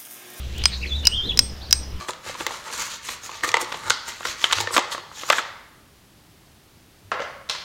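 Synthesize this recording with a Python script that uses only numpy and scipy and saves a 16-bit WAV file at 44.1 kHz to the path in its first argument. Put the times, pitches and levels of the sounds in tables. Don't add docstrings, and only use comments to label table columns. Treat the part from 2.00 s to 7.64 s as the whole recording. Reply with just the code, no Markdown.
import sys
import numpy as np
from scipy import signal
from scipy.fft import rfft, irfft, next_fast_len
from scipy.io import wavfile
from scipy.ndimage import uniform_filter1d

SR = 44100
rng = np.random.default_rng(int(sys.argv[2]) if len(sys.argv) > 2 else 0)


def digitize_waveform(pressure):
    field = np.atleast_2d(pressure).T
    bounded = np.clip(field, -1, 1)
    quanta = np.round(bounded * 32767).astype(np.int16)
    wavfile.write(sys.argv[1], SR, quanta)


N = 248724
TIME = np.arange(N) / SR

# start in seconds, level in dB, treble and bass slopes in dB per
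# octave, the struck spot's ring in Hz, its level in dB, its T60 in seconds, rebound in dB against the first hit.
KNOCKS = [ (.0852, -18.5, -0.5, 7.5, 890, 4.5, 0.036, 1), (.093, -17, -19, 2.5, 993, -3.5, 0.052, -16),
          (.107, -23.5, 11, 1, 1070, -9, 0.017, -18), (.263, -27.5, -10, 10, 930, 0, 0.017, -2),
          (.296, -23.5, 2, 1, 597, 7, 0.015, -3), (0.3508, -24.5, -5, 3, 965, 8, 0.023, 0),
          (0.404, -22.5, -0.5, 8.5, 400, 0, 0.037, 6.5), (0.42, -32, -1, 4, 800, -8, 0.016, -16),
          (.4655, -11.5, 4.5, 6, 1990, 3.5, 0.017, -7), (.489, -29, -7, 4, 1030, 2, 0.018, -21),
          (.508, -19.5, -11, 1, 925, 9.5, 0.018, -9), (0.701, -27, -3, 0, 1290, 4, .015, -1),
          (1.0873, -21, -2, 0, 3430, -8, 0.016, 1), (1.2934, -23.5, 1, 9, 1050, 17, 0.019, -17),
          (1.4364, -11, 1.5, 0.5, 1795, 17, 0.011, -8), (1.447, -16.5, -5, -6, 1840, 3.5, 0.033, -13.5),
          (1.4765, -19, 2.5, 11, 402, -2.5, 0.022, -18), (1.4902, -15, 8.5, 0, 2400, -1, 0.024, -19),
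          (1.517, -20, 5, 1, 5660, 5, 0.0094, -21), (1.5414, -1.5, 0, 2, 2020, 7, 0.022, -22.5),
          (1.543, -6.5, -13.5, 3, 920, 9.5, 0.019, -28), (1.569, -8.5, 0.5, 3.5, 920, 0, 0.044, -20),
          (1.587, -29, -10, 0, 860, 14, 0.026, -7), (1.624, -20.5, 0, 29, 1240, 2, .02, 1),
          (1.7204, -23.5, -2.5, -3, 1200, 4.5, 0.017, 6.5), (1.743, -22, -3, 1, 1500, -8, 0.018, -2),
          (1.8992, -10.5, 9.5, 0, 4700, -10, 0.013, 1.5), (1.9049, -3, 3.5, -6, 1480, 8, 0.015, -17),
          (2.2073, -24, -5, 5, 1300, -2, 0.023, -27.5), (2.231, -26, -2.5, -10, 1690, -4, 0.019, -15.5),
          (2.2526, -12, -8, -4.5, 1440, 6, 0.031, -5), (2.4415, -1, -2, -8.5, 3110, 6.5, 0.014, -30),
          (2.452, -20.5, -2, -11, 3120, 5, 0.03, -28), (2.509, -21.5, -7, -15, 1760, -12, 0.012, 8),
          (2.5256, -6.5, 3.5, -0.5, 1360, 1.5, 0.011, -9.5),
          (2.5302, -5.5, 3, -1.5, 3540, 7.5, 0.0067, -13.5), (2.5846, -14, -3, -0.5, 1420, 3, 0.014, -16),
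          (2.6035, -17, 11, 7, 3520, 6, 0.013, -8), (2.64, -23, -10, 10, 913, 17, 0.015, -14),
          (2.673, -13, -3, 6.5, 1796, 3, 0.027, -10), (2.7068, -18, -9, 9, 1170, 7, 0.035, -11),
          (2.7651, -3.5, -3, 4, 1380, 9.5, 0.011, -25), (2.769, -6, 3, 4.5, 1070, -3.5, 0.023, -14.5),
          (2.779, -3, 0, 1, 1154, 3.5, 0.019, -13.5), (2.7819, -8, -18, 6.5, 1070, -15.5, 0.013, -2),
          (2.7919, -16.5, 6, -2, 820, 5, 0.017, -3), (2.9488, -17.5, -16.5, 1.5, 1240, 3.5, 0.016, -37.5),
          (2.9796, -21, 0, 8.5, 1070, 7.5, 0.019, -30.5), (3.004, -41, -3, 0, 1390, 19, 0.014, -24.5),
          (3.115, -29.5, -29, 3, 1056, 2, 0.023, -27), (3.2343, -20, -5, 4.5, 1200, 9, 0.016, -8),
          (3.29, -19.5, -5, -3.5, 1230, 9, 0.018, -8.5), (3.3007, -1, -1.5, -0.5, 3070, -1.5, 0.011, -25),
          (3.3042, -2.5, -8, 0, 1210, 0, .02, -20), (3.3279, -7, -5.5, -2, 1717, -2.5, 0.09, 0.5),
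          (3.3837, -9, -6, -11, 1610, 8.5, 0.0082, -11), (3.3884, -17, 4, -6, 1500, 11, 0.012, -20),
          (3.3916, -15, -3, 3, 1304, 2, 0.053, -14)]
# frequency in Hz, level in dB, T60 in seconds.
CARD_MODES = [(351, -23.5, 0.064), (456, -16, 0.028), (584, -13.5, 0.019), (887, -11.5, 0.036),
              (1174, -3, 0.017), (1260, -3.5, 0.014), (1859, -12, 0.019), (2098, -16.5, 0.048),
              (3207, -14.5, 0.0088), (3860, -6.5, 0.0052), (6840, -20.5, 0.0094)]
# frequency in Hz, level in dB.
CARD_CRACK = [(150, -21), (500, -1.5), (1500, 3), (3500, 4.5), (5000, -5.5), (7200, -6), (9500, -20.5),
              (16000, -60)]
# start in seconds, level in dB before CLICK_DB.
CLICKS = [(0.1059, -30), (0.467, -14), (1.516, -37), (1.5408, -40), (1.567, -31), (1.8988, -17),
          (1.9042, -24), (2.2299, -37), (2.4409, -28), (2.5249, -24), (2.5296, -25), (2.7686, -21),
          (2.778, -18), (2.7916, -29), (3.3002, -16), (3.3906, -37)]
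# loudest moment in seconds, length in seconds,
# level in dB, hollow body against the hiss in dB, brightness in dB per octave, sizzle of the card's edge in dB.
STROKES = [ (.01, 0.065, -42, 3.5, -3.5, -6), (0.092, 0.013, -37.5, -5, -5, 4),
           (.287, 0.056, -38, -2, -3, -2.5), (0.407, 0.044, -37.5, -2, -2.5, -2),
           (0.533, 0.079, -40, -0.5, -1.5, -2), (0.669, 0.047, -44, 5.5, -2, -1.5),
           (0.736, 0.027, -33.5, -4, -.5, -1.5), (0.807, 0.051, -30, -2.5, 1, -3.5),
           (0.868, 0.022, -39, -9, -0.5, -1), (0.926, 0.054, -37, -8, 1, -3),
           (1.056, .03, -41.5, -20, 0.5, -1.5), (1.109, 0.058, -36.5, -5, -1.5, -1),
           (1.252, 0.032, -39.5, -7, 3.5, -2), (1.349, 0.09, -41.5, 0, 0.5, -12),
           (1.435, 0.0018, -35, 7, 10, 3), (1.445, 0.013, -32, 11, -1.5, 1),
           (1.481, 0.018, -31.5, -21, 3, -5), (1.614, 0.017, -33, 5, 0.5, 2.5),
           (1.744, 0.097, -44, 2, -4, -5), (1.883, 0.071, -41, 8.5, -3.5, -1),
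           (2.089, 0.022, -35.5, 3, 0.5, -1), (2.147, 0.17, -46.5, -30, 0, -5),
           (2.255, .005, -32, -5.5, -4, -6), (2.29, 0.051, -31.5, -2.5, -0.5, -7.5),
           (2.436, 0.052, -34.5, -5, 1, -5), (2.511, 0.043, -46, 11.5, 4.5, -4.5),
           (2.567, 0.064, -34, -7.5, -1.5, -6.5), (2.609, 0.0071, -31, 8.5, 9.5, 3.5),
           (2.749, 0.03, -30, -0.5, -1, 3.5), (2.925, 0.02, -34.5, -1, -0.5, -0.5),
           (3.203, 0.081, -38.5, -10, 1.5, -7), (3.291, 0.035, -37, 0, 4, -4.5),
           (3.325, 0.0039, -24.5, -2.5, 3.5, -3), (3.371, .035, -31.5, -10, 0.5, -8.5)]
# frequency in Hz, level in dB.
SKIN_HISS = [(150, -9.5), (400, -11.5), (800, -20.5), (1500, -1.5), (2400, -1.5), (3600, -1), (5200, -6.5),
             (7000, -1), (8800, -30), (12000, -19.5), (16000, -27.5)]
# frequency in Hz, level in dB.
EDGE_HISS = [(150, -69), (4000, -6), (7500, 1), (10000, -8), (13000, -13), (16000, -19.5)]
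# frequency in Hz, level in dB.
CRACKLE = [(150, -30), (800, -8), (2000, 0), (4000, 0), (6500, -5), (10000, -20), (16000, -35)]
# start in seconds, T60 in
# seconds, level in dB, centre in Hz, width in octaves of the filter that is run twice.
BRIGHT_TAILS = [(1.91, 0.45, -31.5, 4600, 0.52), (2.55, 0.34, -29.5, 4440, 0.93),
                (2.916, 0.071, -23, 3630, .7), (5.4962, 0.014, -5, 4200, 1.3),
                (5.503, 0.31, -28, 3850, 0.93), (5.592, 0.24, -40, 3680, 0.94)]
# start in seconds, level in dB, treble and bass slopes in dB per octave,
# the struck spot's ring in Hz, its level in dB, its T60 in seconds, rebound in dB against the first hit.
DROPS = [(5.1166, -14.5, -6.5, 4.5, 1670, 8.5, 0.016, -24),
         (5.1192, -11.5, -12.5, 1.5, 1210, 10.5, .018, -1.5), (5.1956, -19, -19, -1.5, 1410, 6, 0.011, -8),
         (5.2022, -18.5, -8, -1, 573, 6, 0.037, -14), (5.2168, -24, -3, 1, 607, 9.5, 0.03, 1.5),
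         (5.4905, -26.5, -0.5, -2, 3850, 5, 0.0043, -7.5),
         (5.4972, -16.5, -3, -2.5, 3560, 10, 0.0041, -1.5), (5.5495, -23, -4, -3, 1260, -2, 0.0092, -13)]
# frequency in Hz, level in dB, T60 in seconds.
TABLE_MODES = [(223, -24, .04), (399, -16, 0.022), (512, -22.5, .14), (600, -10, 0.014), (704, -24, 0.15),
               (900, -12.5, 0.023), (1070, -8, 0.0079), (1155, -22, 0.16), (1440, -9, 0.0076),
               (1700, -23, 0.076), (2065, -18.5, 0.19), (3000, -6, .009), (4100, -9, .006),
               (6300, -22, .09)]
# frequency in Hz, level in dB.
TABLE_CRACK = [(150, -21), (500, -1.5), (1300, -3.5), (2700, 4.5), (4500, -0.5), (7000, 0), (10000, -18),
               (16000, -48)]
# start in seconds, level in dB.
FLEXES = [(0.261, -50), (1.474, -46), (1.61, -55), (1.851, -40), (2.558, -35), (2.605, -36), (5.045, -47.5)]
# frequency in Hz, T60 in seconds.
ROOM_T60 = [(150, .4), (400, .65), (800, .85), (1800, .82), (2800, .7), (5000, .64), (7500, .55),
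            (15000, .35)]
# frequency in Hz, level in dB.
ROOM_COLOUR = [(100, -8), (300, -4), (600, 0), (1200, 0), (2000, -.5), (2700, -3.5), (4400, .5),
               (6500, -4.5), (9000, -10), (16000, -16)]
# frequency in Hz, relative density in dB per Hz.
AMBIENCE = [(15, -38), (25, -8), (69, 0), (104, 0), (221, -6), (289, -6), (410, -9), (482, -14), (567, -13),
            (1270, -16), (1380, -17), (4380, -19), (7700, -24), (11800, -25), (15500, -28)]

CONTACT_S = 0.000067
REBOUND_S = 0.0038
SETTLE_S, SETTLE_DB = 0.011, -17.5
SPOT_AWAY_DB = -8
TICK_DB, TICK_SPREAD_DB = -31, 3
TICK_BRIGHTNESS, TICK_HZ, TICK_T60 = 2.6, 1080, 0.015
TICKS_END_S = 2.9
CLICK_DB, CLICK_T60, CLICK_HZ = -1, 0.0044, 9000
RISE_SHARE, STROKE_FALL_DB = 0.49, 4.5
GRIP_DETUNE = 0.08
CRACKLE_DB = -8
WANDER_DB, WANDER_S, WANDER_HZ = 2.6, 0.025, 700
BRIGHT_TAIL_RISE_S = 0.003
FLEX_HZ, FLEX_RISE_S = 99, 0.025
ROOM_DB, ROOM_BUILD_S = -8, 0.0043
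AMBIENCE_DB = -53
CUTOFF_HZ = 16000


def knocks(creaks, into_room):
    events = contacts(KNOCKS, room_db=-6, weak_wetter=0.053) + creaks
    return blows(events, CARD_MODES, CARD_CRACK, crack_db=2.0, crack_t60=0.014, spread_db=1.5,
                 detune_share=0.031, low_hz=333, high_hz=CUTOFF_HZ, into_room=into_room, size=3072)


def contacts(rows, room_db, weak_wetter):
    events = []
    for s, level_db, *colour, rebound_db in rows:
        touches = ((0, level_db), (REBOUND_S, level_db + rebound_db), (SETTLE_S, level_db + SETTLE_DB))
        for delay, db in touches:
            events.append((s + delay, db, *colour, room_db - weak_wetter * db))
    return events


def blows(events, modes, crack, crack_db, crack_t60, spread_db, detune_share, low_hz, high_hz, into_room, size):
    out, t = np.zeros(N), TIME[:size]
    click = signal.unit_impulse(len(t))
    crumble = (1 - np.exp(-t / CONTACT_S)) * fade(t, crack_t60)
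    for s, level_db, treble, bass, spot_hz, spot_db, spot_t60, room_db in events:
        sound = from_db(spot_db + SPOT_AWAY_DB * into_room) * ring(click, spot_hz, spot_t60)
        for k, (hz, mode_db, t60) in enumerate(modes):
            detune = 1 + rng.normal(0, detune_share)
            gain = from_db(mode_db + tilted(hz, treble, bass) + rng.normal(0, spread_db))
            sound += (-1) ** k * gain * ring(click, hz * detune, t60)
        colour = [(hz, db + tilted(hz, treble, bass)) for hz, db in crack]
        sound += from_db(crack_db) * coloured(rng.standard_normal(len(t)), colour) * crumble
        sound /= np.sqrt(np.sum(sound ** 2) / (0.001 * SR))
        add(out, s, from_db(level_db + room_db * into_room) * sound)
    band = signal.butter(2, [low_hz, min(high_hz, CUTOFF_HZ)], "band", fs=SR, output="sos")
    return signal.sosfilt(band, out + 1e-18)


def tilted(hz, treble, bass):
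    octaves = np.log2(max(hz, 300) / 1500)
    return treble * octaves if octaves > 0 else -bass * octaves


def ticks(count):
    events = []
    for k, (when, size, place) in enumerate(rng.random((count, 3))):
        s = TICKS_END_S * (k + when) / count
        level_db = TICK_DB + TICK_SPREAD_DB * (2 * size - 1)
        spot_hz = TICK_HZ * 2 ** (place - 0.5)
        events.append((s, level_db, TICK_BRIGHTNESS, 0, spot_hz, 0, TICK_T60, 0))
    return events


def plug_clicks():
    out, t = np.zeros(N), TIME[:256]
    for s, level_db in CLICKS:
        burst = rng.standard_normal(len(t)) * fade(t, CLICK_T60)
        add(out, s, from_db(level_db + CLICK_DB) * burst)
    return signal.sosfilt(signal.butter(2, CLICK_HZ, "high", fs=SR, output="sos"), out + 1e-18)


def rubbing():
    out = np.zeros(N)
    slips = wandering(friction(slips_per_s=3000, size_db=2.6, smooth=0.4, judder_db=2.0, judder_s=0.002))
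    catches = friction(slips_per_s=650, size_db=2.5, smooth=0.3, judder_db=1.8, judder_s=0.005)
    snags = friction(slips_per_s=2600, size_db=2.8, smooth=0.4, judder_db=2.3, judder_s=0.003)
    edge = coloured(wandering(snags), EDGE_HISS)
    crackle = from_db(CRACKLE_DB) * coloured(catches, CRACKLE)
    for peak, length, level_db, hollow_db, brightness, edge_db in STROKES:
        span = slice(max(round((peak - 2 * length) * SR), 0), round((peak + 3 * length) * SR))
        detunes = 1 + rng.normal(0, GRIP_DETUNE, len(CARD_MODES))
        hollow = 0
        for k, (hz, db, t60) in enumerate(CARD_MODES):
            hollow = hollow + (-1) ** k * from_db(db) * ring(catches[span], hz * detunes[k], t60)
        sound = coloured(slips[span], SKIN_HISS, brightness) + crackle[span]
        sound += from_db(hollow_db) * rms_one(hollow) + from_db(edge_db) * edge[span]
        out[span] += from_db(level_db) * swell(TIME[span] - peak, length) * sound
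    return out


def friction(slips_per_s, size_db, smooth, judder_db, judder_s):
    sizes = from_db(size_db * np.minimum(rng.exponential(1, N), 4)) * rng.choice([-1, 1], N)
    slips = sizes * (rng.random(N) < slips_per_s / SR)
    memory = np.exp(-1 / (judder_s * SR))
    judder = rms_one(signal.lfilter([1], [1, -memory], rng.standard_normal(N)))
    return rms_one(from_db(judder_db * judder) * (rms_one(slips) + smooth * rng.standard_normal(N)))


def wandering(x, size=256):
    hz, s, bands = signal.stft(x, SR, nperseg=size)
    patches = uniform_filter1d(rng.standard_normal(bands.shape), round(WANDER_HZ / hz[1]), axis=0)
    patches = rms_one(uniform_filter1d(patches, round(WANDER_S / s[1]), axis=1))
    moved = signal.istft(bands * from_db(WANDER_DB * patches), SR, nperseg=size)[1]
    return rms_one(moved[:len(x)])


def swell(t, length):
    away = np.abs(t) / (length * np.where(t < 0, RISE_SHARE, 1 - RISE_SHARE))
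    return from_db(-STROKE_FALL_DB * np.minimum(away, 4) ** 1.7)


def bright_tails():
    out, t = np.zeros(N), TIME[:SR // 2]
    grains = friction(slips_per_s=1800, size_db=2.8, smooth=0.4, judder_db=2.2, judder_s=0.003)
    for k, (s, t60, level_db, hz, octaves) in enumerate(BRIGHT_TAILS):
        edges = hz * 2 ** (min(octaves, 2) * np.array([-0.5, 0.5]))
        band = signal.butter(1, edges, "band", fs=SR, output="sos")
        piece = grains[k * len(t):(k + 1) * len(t)]
        tail = rms_one(signal.sosfilt(band, signal.sosfilt(band, piece)))
        envelope = (1 - np.exp(-t / BRIGHT_TAIL_RISE_S)) * fade(t, t60)
        add(out, s, from_db(level_db) * tail * envelope)
    return out


def drops(into_room):
    events = contacts(DROPS, room_db=1.0, weak_wetter=0.04)
    return blows(events, TABLE_MODES, TABLE_CRACK, crack_db=0.0, crack_t60=0.02, spread_db=1.5,
                 detune_share=0.0091, low_hz=197, high_hz=9000, into_room=into_room, size=12000)


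def flexing():
    out, t = np.zeros(N), TIME[:SR // 4]
    envelope = (t / FLEX_RISE_S) * np.exp(1 - t / FLEX_RISE_S)
    throb = envelope * np.sin(2 * np.pi * FLEX_HZ * t)
    for s, level_db in FLEXES:
        add(out, s, from_db(level_db) * throb)
    return out


def room(x, early_db, early_t60):
    t, tail = TIME[:SR], np.zeros(SR)
    edges = np.geomspace(80, 17000, 12)
    noises = [coloured(rng.standard_normal(SR), ROOM_COLOUR) for _ in range(2)]
    for k, (low, high) in enumerate(zip(edges, edges[1:])):
        band_pass = signal.butter(2, [low, high], "band", fs=SR, output="sos")
        band = signal.sosfilt(band_pass, noises[k % 2])
        tail += band * fade(t, at_hz(ROOM_T60, np.sqrt(low * high)))
    tail *= 1 - np.exp(-t / ROOM_BUILD_S)
    early = rng.standard_normal(SR) * t * fade(t, early_t60)
    response = from_db(ROOM_DB) * rms_one(tail) + from_db(early_db) * rms_one(early)
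    return signal.fftconvolve(x, response / np.sqrt(SR))[:N]


def quiet_room():
    return from_db(AMBIENCE_DB) * coloured(rng.standard_normal(N), AMBIENCE)


def from_db(db):
    return 10 ** (np.asarray(db) / 20)


def rms_one(x):
    return x / np.sqrt(np.mean(x ** 2) + 1e-20)


def at_hz(points, hz):
    known_hz, values = np.transpose(points)
    return np.interp(np.log(np.maximum(hz, 1)), np.log(known_hz), values)


def coloured(x, spectrum, tilt_db=0):
    size = next_fast_len(len(x))
    hz = np.maximum(np.arange(size // 2 + 1) * SR / size, 20)
    gain = from_db(at_hz(spectrum, hz) + tilt_db * np.log2(np.maximum(hz, 300)))
    return rms_one(irfft(rfft(x, size) * gain, size)[:len(x)])


def fade(t, t60):
    return np.exp(-np.log(1000) * t / max(t60, 1e-4))


def ring(force, hz, t60):
    r, w = fade(1 / SR, t60), 2 * np.pi * hz / SR
    return signal.lfilter([0, np.sin(w)], [1, -2 * r * np.cos(w), r * r], force + 1e-18)


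def add(track, s, sound):
    start = max(round(s * SR), 0)
    track[start:start + len(sound)] += sound[:max(N - start, 0)]


def scene():
    creaks = ticks(count=22)
    grainy = rubbing() + bright_tails()
    direct = knocks(creaks, into_room=False) + plug_clicks() + grainy + drops(into_room=False) + flexing()
    echo = np.zeros(N)
    for _ in range(3):
        send = from_db(-7.5) * knocks(creaks, into_room=True)
        send += from_db(-6.5) * grainy
        send += from_db(-6.0) * drops(into_room=True)
        echo += room(send, early_db=-8.0, early_t60=0.063)
    return (direct + echo + quiet_room())[None]


def record(dry):
    rounded = 1.1 * np.tanh(dry / 1.1)
    return signal.sosfilt(signal.ellip(12, 0.1, 90, CUTOFF_HZ, fs=SR, output="sos"), rounded)


dry = scene()
out = record(dry)
digitize_waveform(out)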